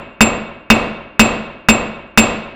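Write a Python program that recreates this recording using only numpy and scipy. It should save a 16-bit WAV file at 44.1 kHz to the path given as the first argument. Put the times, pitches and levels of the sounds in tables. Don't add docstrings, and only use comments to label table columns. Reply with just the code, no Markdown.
import sys
import numpy as np
from scipy import signal
from scipy.fft import rfft, irfft
from scipy.io import wavfile
from scipy.ndimage import map_coordinates

SR = 44100
rng = np.random.default_rng(int(sys.argv[2]) if len(sys.argv) > 2 else 0)


def wav_out(sig):
    wavfile.write(sys.argv[1], SR, np.round(np.clip(np.atleast_2d(sig).T, -1, 1) * 32767).astype(np.int16))


def volts_from_db(level):
    exponent = np.asarray(level, float) / 20
    return 10 ** exponent


N = 112455
LEAD = SR // 2

# f/Hz, t60/s
HALL_DECAY = [(50, 0.88), (200, 1), (500, 0.65), (1100, 0.93), (2900, 0.97), (4400, 0.62), (7500, 0.48),
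              (14000, 0.21)]
# f/Hz, level/dB
HALL_SPECTRUM = [(40, 2), (300, 18), (1000, 11.5), (1800, 2), (4400, -6.5), (5200, -17), (9000, -20.5),
                 (14000, -31.5)]


def along(points, hz):
    f, v = np.transpose(points)
    return np.interp(np.log(hz + 1), np.log(f + 1), v)


def unit(x):
    return x / np.sqrt(np.mean(x ** 2) + 1e-20)


def dying(size, colour, t60):
    hz, t_s, bins = signal.stft(rng.standard_normal(size), SR, nperseg=128)
    gain = unit(volts_from_db(along(colour, hz)))
    t60_s = np.maximum(along(t60, hz), .01)
    fade = volts_from_db(-60 * t_s / t60_s[:, None])
    return signal.istft(bins * gain[:, None] * fade, SR, nperseg=128)[1][:size]


def ring(pitches_hz, modes, t, wander_rad):
    scatter_db, wander_rate_hz = .5, 40
    out = np.zeros(len(t))
    for hz, (db, t60_s) in zip(pitches_hz, modes):
        walk = np.cumsum(rng.standard_normal(200))
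        drift = map_coordinates(walk, [np.clip(t * wander_rate_hz, 0, 199)])
        level = volts_from_db(db + scatter_db * rng.normal() - 60 * t / max(t60_s, .005))
        phase = 2 * np.pi * hz * t + wander_rad * (drift - drift[0])
        out += level * np.sin(phase) * (t >= 0)
    return out


def high_pass(x):
    return signal.sosfilt(signal.butter(2, 3780, "high", fs=SR, output="sos"), x)


def air():
    # f/Hz, density/dB per Hz
    rumble = [(25, -26.5), (50, 2), (100, -9), (300, 1), (1000, -23), (3000, -34), (6000, -61.5),
              (16000, -62)]
    white = rfft(rng.standard_normal(N))
    gain = volts_from_db(along(rumble, np.fft.rfftfreq(N, 1 / SR)))
    return volts_from_db(-51) * unit(irfft(white * gain, N))


def touch():
    t = np.arange(-400, 0) / SR
    return volts_from_db(-30) * np.exp(t / .0008) * rng.standard_normal(len(t))


def smack(t):
    from_hz, to_hz, fall_s, t60_s = 2000, 511, 0.003017, 0.014
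    sag = (from_hz - to_hz) * fall_s * (1 - np.exp(-t / fall_s))
    phase = 2 * np.pi * (to_hz * t + sag)
    return volts_from_db(15 - 60 * t / t60_s) * np.sin(phase)


def early_reflections():
    # f/Hz, density/dB per Hz
    reflection_spectrum = [(30, -32.5), (200, -25.5), (450, 8), (900, -9.5), (1800, 3), (4000, -2),
                           (9000, -32.5), (16000, -11)]
    # f/Hz, t60/s
    reflection_decay = [(100, 0.52), (1000, 0.035), (5000, 0.04), (15000, 0.04)]
    return volts_from_db(0.5) * dying(SR, reflection_spectrum, reflection_decay)


def scatter():
    return volts_from_db(-15) * high_pass(dying(SR, HALL_SPECTRUM, HALL_DECAY))


def stand_thump(t):
    stand_hz = [45, 223, 300, 478, 560, 675, 780, 950, 1270]
    # level/dB, t60/s
    stand_modes = [(-6.5, 0.12), (3, .16), (-15.5, 0.22), (-7, 0.06), (-10, .08), (-4, 0.04), (-7.5, 0.065),
                   (-12, 0.033), (-16, .05)]
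    return ring(stand_hz, stand_modes, t - 0.001292, 0)


def anvil_ring(t):
    anvil_hz = [1070, 2262, 2550, 2582, 2745, 2768, 3600, 5090]
    # level/dB, t60/s
    anvil_modes = [(-25, 0.18), (0.5, 0.073), (-13.5, 0.338), (5, 0.091), (-16, .2), (5.5, 0.069),
                   (-3.5, .08), (-13.5, .06)]
    rise_s = 0.0044
    return ring(anvil_hz, anvil_modes, t, 0) * (1 - np.exp(-t / rise_s))


def hammer_ring(t):
    hammer_hz = [7402, 7383, 9050, 9635, 10200, 13700]
    # level/dB, t60/s
    hammer_modes = [(-0.5, 0.15), (-14, 0.24), (-28, .08), (-24, 0.12), (-29.5, 0.18), (-32, .1)]
    rise_s, wander_rad = .018, .4
    return ring(hammer_hz, hammer_modes, t, wander_rad) * (1 - np.exp(-t / rise_s))


def blows():
    # t/s, force/dB, hammer ring/dB, brightness/dB
    strikes = [
        (-.285, -3, 6, -22.5),
        (0.2073, -3.5, 4, -9),
        (.7016, -3, -10.5, 1),
        (1.1945, -3, 0, 6.5),
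        (1.6864, -4, 1.5, 0),
        (2.175, -3, 2.5, 9),
    ]
    fresh_db = -4.5
    shock_send_db, stand_send_db, anvil_send_db, hammer_send_db = 35, -10, 1.5, 15.5
    t = np.arange(SR) / SR
    out = np.zeros((2, N + LEAD + SR))
    contact = smack(t) + early_reflections()
    for s, force_db, ring_db, bright_db in strikes:
        fresh = volts_from_db(fresh_db + bright_db) * high_pass(early_reflections())
        bright_tail = volts_from_db(bright_db) * scatter()
        stand = stand_thump(t)
        anvil = anvil_ring(t)
        head = volts_from_db(ring_db) * hammer_ring(t)
        near = contact + fresh + stand + anvil + head + bright_tail
        far = volts_from_db(shock_send_db) * (t == 0) + volts_from_db(stand_send_db) * stand
        far = far + volts_from_db(anvil_send_db) * anvil + volts_from_db(hammer_send_db) * head
        crunch = touch()
        start = LEAD + round(s * SR)
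        out[0, start - len(crunch):start] += volts_from_db(force_db) * crunch
        out[:, start:start + SR] += volts_from_db(force_db) * np.array([near, far])
    return out[:, :N + LEAD]


def walls(x):
    # delay/s, level/dB
    echoes = [(.005, -15), (.0085, -18.5), (.0125, -18.5), (0.019, -18), (.023, -24)]
    return sum(volts_from_db(db) * np.pad(x, (round(s * SR), 0))[:len(x)] for s, db in echoes)


def hall(x):
    level_db, delay_s, rise_s = -12, 0.0097, 0.004
    t = np.arange(SR * 2) / SR
    rise = 1 - np.exp(-np.maximum(t - delay_s, 0) / rise_s)
    tail = dying(len(t), HALL_SPECTRUM, HALL_DECAY) * rise
    return signal.fftconvolve(x, volts_from_db(level_db) * tail / np.linalg.norm(tail))[:len(x)]


def scene():
    near, far = blows()
    return ((near + walls(near) + hall(far))[LEAD:] + air())[None]


def clip(x, ceiling):
    knee = 7
    return x / (1 + np.abs(x / ceiling) ** knee) ** (1 / knee)


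def band_limit(x):
    return signal.sosfilt(signal.butter(12, 16430, fs=SR, output="sos"), x)


def record(dry):
    sag, sag_s, lean, out_gain = .75, .025, .1, 1.1
    low_cut_hz, top_hz = 25, 15900
    keep = np.exp(-1 / (sag_s * SR))
    load = signal.lfilter([1 - keep], [1, -keep], clip(dry, 1) ** 2)
    leaning = clip(dry, 1 - sag * load) - lean * load
    low_cut = signal.butter(1, low_cut_hz, "high", fs=SR, output="sos")
    top_cut = signal.cheby2(10, 50, top_hz + 800, fs=SR, output="sos")
    out = np.clip(out_gain * signal.sosfilt(low_cut, leaning), -1, 1)
    return band_limit(signal.sosfilt(top_cut, out))


dry = scene()
out = record(dry)
wav_out(out)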